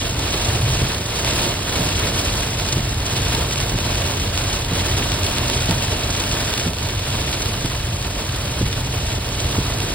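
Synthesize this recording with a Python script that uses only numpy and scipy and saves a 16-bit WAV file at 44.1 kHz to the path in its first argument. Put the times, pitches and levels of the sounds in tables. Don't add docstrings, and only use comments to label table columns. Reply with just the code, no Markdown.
import sys
import numpy as np
from scipy import signal
from scipy.fft import rfft, irfft, next_fast_len
from scipy.io import wavfile
from scipy.ndimage import uniform_filter1d

SR = 44100
rng = np.random.default_rng(int(sys.argv[2]) if len(sys.argv) > 2 else 0)


def persist_wave(psi):
    counts = np.round(np.clip(psi, -1, 1) * 32767).astype(np.int16)
    wavfile.write(sys.argv[1], SR, np.atleast_2d(counts).T)


N = 438354
SIZE = next_fast_len(N + SR // 2)
HZ = np.arange(SIZE // 2 + 1) * SR / SIZE
T = np.arange(N) / SR


def rain():
    # time in seconds, level in dB before chance swells.
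    downpour = [(0, -23.5), (.13, -30), (.27, -25), (.5, -23.5), (.6, -27.5), (.82, -24), (1.05, -29.5),
                (1.27, -23.5), (1.45, -24), (1.62, -28), (1.78, -23), (1.92, -25), (2.05, -24.5),
                (2.4, -26), (2.75, -27.5), (2.92, -29), (3.33, -23.5), (3.49, -28.5), (3.62, -26.5),
                (3.73, -28.5), (3.85, -25), (4.12, -26.5), (4.17, -27), (4.29, -28.5), (4.4, -24.5),
                (4.56, -26), (4.68, -30), (4.75, -22.5), (5.15, -27), (5.35, -24.5), (5.9, -25.5),
                (6.6, -26), (6.65, -27), (6.685, -27), (6.72, -33), (6.82, -28), (7.0, -29.5), (7.17, -26),
                (7.55, -28.5), (7.9, -30.5), (8.45, -28.5), (9.35, -29), (9.5, -26.5), (9.94, -28.5)]
    # frequency in Hz, relative level in dB per Hz.
    glass_colour = [(500, -20), (1000, -11.5), (1600, -5.5), (2100, -5.5), (2700, -0.5), (4000, -2.5),
                    (5000, -7), (6000, -4.5), (8000, -12), (12000, -26.5), (16000, -47)]
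    # frequency in Hz, relative level in dB per Hz.
    slap_colour = [(400, -18.5), (1000, 3.5), (2000, -5.5), (3000, 3.5), (3900, 4.5), (4800, -0.5),
                   (6000, -2.5), (10000, -11.5), (16000, -13.5)]
    # frequency in Hz, relative level in dB per Hz.
    spray_colour = [(2000, -10), (5000, 6), (8000, -1.5), (12000, 7), (16000, -19)]
    # frequency in Hz, relative level in dB per Hz.
    roof_colour = [(60, -17), (150, -2.5), (250, -1), (400, -2.5), (480, -3), (530, -7.5), (575, -1.5),
                   (630, -4.5), (700, -2.5), (800, -8.5), (895, -6.5), (916, -2.5), (945, -6.5),
                   (1100, -9.5), (1500, -12.5), (3000, -24.5)]
    gust_db, gusts_per_s = 0.64, 33
    slap_db, spray_db = -10, -10.5
    roof_db, roof_follows = -27.5, 0.93

    db = np.interp(T, *np.transpose(downpour)) + gust_db * walk(gusts_per_s)
    roof_level = roof_db + roof_follows * (db - db.mean())
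    taps = single_drops()
    flurry = walk(110)
    glass = panels(db + 0.75 * flurry, glass_colour, 900, 2.42, .0026, splits_hz=(1500, 2600, 4200))
    slaps = panels(db + slap_db, slap_colour, 90, 1.7, .001, taps, 0.39)
    spray = panels(db + spray_db + 0.88 * walk(5.2) + flurry, spray_colour, 800, 2.5, .0012)
    roof = panels(roof_level + 0.52 * flurry, roof_colour, 1100, 1.58, .006, splits_hz=(260, 480))
    return glass + slaps + spray + roof


def single_drops():
    # time in seconds, tap in dB before the panel's colour.
    singles = [(.2503, -18), (.6579, -14), (0.9452, -2), (1.246, 4), (1.288, -1), (1.952, -15), (2.597, 0),
               (2.6866, 1), (3.0121, -14), (3.3484, 4), (3.5087, 0), (3.5568, -1), (3.6008, 2),
               (3.786, -0.5), (3.954, -2), (4.119, -13), (4.2133, -6), (4.3405, -8), (4.375, 5.5),
               (4.5516, -8), (4.6464, 0), (5.1176, 3), (5.2325, 1), (5.2637, 2), (5.3537, -9), (5.382, 4),
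               (5.498, 5), (5.709, 6), (6.046, -25), (6.206, -5), (6.237, 1.5), (6.3132, 0.5), (6.4937, -2),
               (6.537, 5), (6.5778, 3), (6.7326, -2), (6.784, -2), (6.8863, -3), (6.992, -3), (7.1023, -2),
               (7.457, 0), (7.658, 0.5), (8.7266, -2), (9.2883, -7), (9.802, 0)]
    splat_s, splat_db = 0.014, -8
    start, tap_db = np.transpose(singles)
    taps = np.zeros(N)
    taps[(start * SR).astype(int)] = undb(tap_db)
    fade = np.exp(-1 / (splat_s * SR))
    decay = signal.lfilter([np.sqrt(1 - fade ** 2)], [1, -fade], taps)
    return taps + undb(splat_db) * decay * rng.standard_normal(N)


def panels(level_db, table, per_s, spread_db, longest_s, taps=0, bounce=0.6, splits_hz=()):
    # frequency in Hz, nominal phase by which the left leads in radians,
    # likeness from 0 to 1, nominal left minus right in dB.
    ports = [(0, 0, 1, 0), (120, -.05, 1, 0), (300, -.35, .98, -2), (480, -.45, .88, -3),
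             (580, -.5, .85, -4), (690, -1.1, .3, -6), (850, -.3, .5, -2), (1200, -.1, .75, -.5),
             (1600, 0, .9, 0), (2100, .5, .8, 0), (2800, 2.2, .65, -1), (4500, .9, .45, -2),
             (5600, 2.8, .8, 0), (5800, 3.1, .99, 0), (6400, 3.2, .99, 0), (7500, 4.6, .65, 0),
             (8400, 6.2, .99, 0), (9600, 6.3, .99, 0), (10500, 7.6, .6, 0), (11800, 9.4, .99, 0),
             (13100, 9.45, .99, 0), (14200, 11.2, .5, 0), (14700, 12.55, .99, 0)]
    right_side = -1.008
    shade = colour(table)
    shade /= np.sqrt(np.mean(np.abs(shade) ** 2))
    hz, lead, like, pan_db = np.transpose(ports)
    lead, pan_db = np.interp(HZ, hz, lead), np.interp(HZ, hz, pan_db)
    like = np.interp(HZ, hz, np.clip(like, 0, 1))
    power_above = [1] + [1 / (1 + (split / (HZ + 1)) ** 4) for split in splits_hz] + [0]

    def patch():
        path = shade * echoes(longest_s, bounce)
        hits = 0
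        for low, high in zip(power_above, power_above[1:]):
            impacts = drops(per_s, spread_db) * undb(level_db) + taps
            hits = hits + np.sqrt(low - high) * rfft(impacts, SIZE)
        return path * hits

    both, left, right = patch(), patch(), patch()
    sides = []
    for side, own in ((1, left), (right_side, right)):
        shared = np.sqrt(like) * both * np.exp(.5j * side * lead)
        sides.append(undb(side * pan_db / 2) * (shared + np.sqrt(1 - like) * own))
    return irfft(np.array(sides), SIZE)[:, :N]


def drops(per_s, spread_db):
    chance, size, sign = rng.random(N), rng.exponential(size=N), rng.standard_normal(N)
    strength = undb(spread_db * np.minimum(size, 6)) * sign
    return unit((chance < per_s / SR) * strength)


def echoes(longest_s, bounce, count=3):
    out = 1
    for lag in longest_s * rng.uniform(.15, 1, count):
        late = np.exp(-2j * np.pi * HZ * lag)
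        out = out * (late - bounce) / (1 - bounce * late)
    return out


def wipers():
    # start in seconds, first blade peak in dB,
    # second blade's delay in seconds, second blade peak in dB; peaks are before the lean to the right.
    reversals = [(.813, -14, .0145, -16.5), (1.7925, -14, .0115, -18), (2.7646, -14.5, 0.012, -17),
                 (3.7406, -13.5, 0.011, -17), (4.714, -11.5, .0105, -14), (5.687, -14, 0.0114, -12.5),
                 (6.664, -13.5, 0.0119, -15.5), (7.641, -16.5, .003, -11.5), (8.609, -10, 0.01, -14),
                 (9.5796, -9.5, 0.0028, -9)]
    first = blow(rise_s=0.0018, tilt_db=-6.5)
    second = blow(rise_s=0.0042, tilt_db=4.5)
    out = np.zeros(N + SR)
    for start, first_db, late, second_db in reversals:
        out[int(start * SR):][:len(first)] += undb(first_db) * first
        out[int((start + late) * SR):][:len(second)] += undb(second_db) * second
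    return out[:N] * undb(np.array([[-.6], [.6]]))


def blow(rise_s, tilt_db):
    # frequency in Hz, relative level in dB before the tilt,
    # time to decay by 60 dB in seconds.
    modes = [(128, 1, 0.066), (161.4, 3, 0.062), (217.6, 1.5, 0.041), (333, -4, 0.034), (485, -10.5, .025)]
    t = T[:SR // 5]
    pivot_hz = modes[2][0]
    ring = 0
    for hz, db, t60 in modes:
        mode_db = db - tilt_db * np.log2(hz / pivot_hz) - 60 * t / t60
        ring = ring + undb(mode_db) * np.sin(2 * np.pi * hz * t)
    ring = (1 - np.exp(-t / rise_s)) ** 3 * ring
    return -ring / np.abs(ring).max()


def road():
    # time in seconds, level in dB.
    boom_level = [(0, -24.5), (.7, -24.5), (1.0, -27), (2.05, -24.5), (2.2, -24), (2.7, -24.5), (3.3, -22),
                  (3.55, -24.5), (5.7, -24.5), (6.8, -27), (7.15, -22), (7.36, -26.5), (8.0, -23.5),
                  (8.35, -27), (8.6, -22), (8.9, -24), (9.94, -24.5)]
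    # frequency in Hz, relative level in dB per Hz.
    boom_colour = [(15, -32), (25, -16), (32, -10), (38, -2.5), (46, 1), (57, -2.5), (68, 1.5), (79, -2.5),
                   (91, 0.5), (101, -1), (118, -0.5), (134, -1), (148, -10.5), (200, -16), (300, -52)]
    engine_hz, engine_db = 90.5, -34
    db = np.interp(T, *np.transpose(boom_level))
    boom = irfft(rfft(rng.standard_normal(N), SIZE) * colour(boom_colour), SIZE)[:N]
    pitch_hz = engine_hz * (1 + 0.00795 * walk(4))
    hum = np.sqrt(2) * np.sin(2 * np.pi * np.cumsum(pitch_hz) / SR)
    return rough_patch() + unit(boom) * undb(db) + hum * undb(engine_db + 1.2 * walk(3.9))


def rough_patch():
    start_s, length_s, centre_hz, width_hz, level_db = 0.47, 0.41, 105, 59, -21
    on = np.interp(T - start_s, [0, .03, length_s - .04, length_s], [0, 1, 1, 0])
    band = np.exp(-((HZ - centre_hz) / width_hz) ** 2 * 2)
    floor = irfft(rfft(rng.standard_normal(N), SIZE) * band, SIZE)[:N]
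    return on * unit(floor) * undb(level_db)


def undb(db):
    return 10 ** (np.asarray(db) / 20)


def unit(x):
    return x / np.sqrt(np.mean(x ** 2))


def colour(table):
    hz, db = np.transpose(table)
    gain = undb(np.interp(np.log(HZ + 1), np.log(hz), db))
    cepstrum = irfft(np.log(gain), SIZE)
    cepstrum[1:SIZE // 2] *= 2
    cepstrum[SIZE // 2 + 1:] = 0
    return np.exp(rfft(cepstrum))


def walk(rate):
    k = int(SR / rate)
    held = rng.standard_normal(N)[np.arange(N) // k]
    return unit(uniform_filter1d(uniform_filter1d(held, k), k))


def scene():
    return rain() + wipers() + road()


def record(dry):
    top_hz = 15780
    return signal.sosfilt(signal.ellip(14, .3, 80, top_hz, fs=SR, output="sos"), dry)


dry = scene()
out = record(dry)
persist_wave(out)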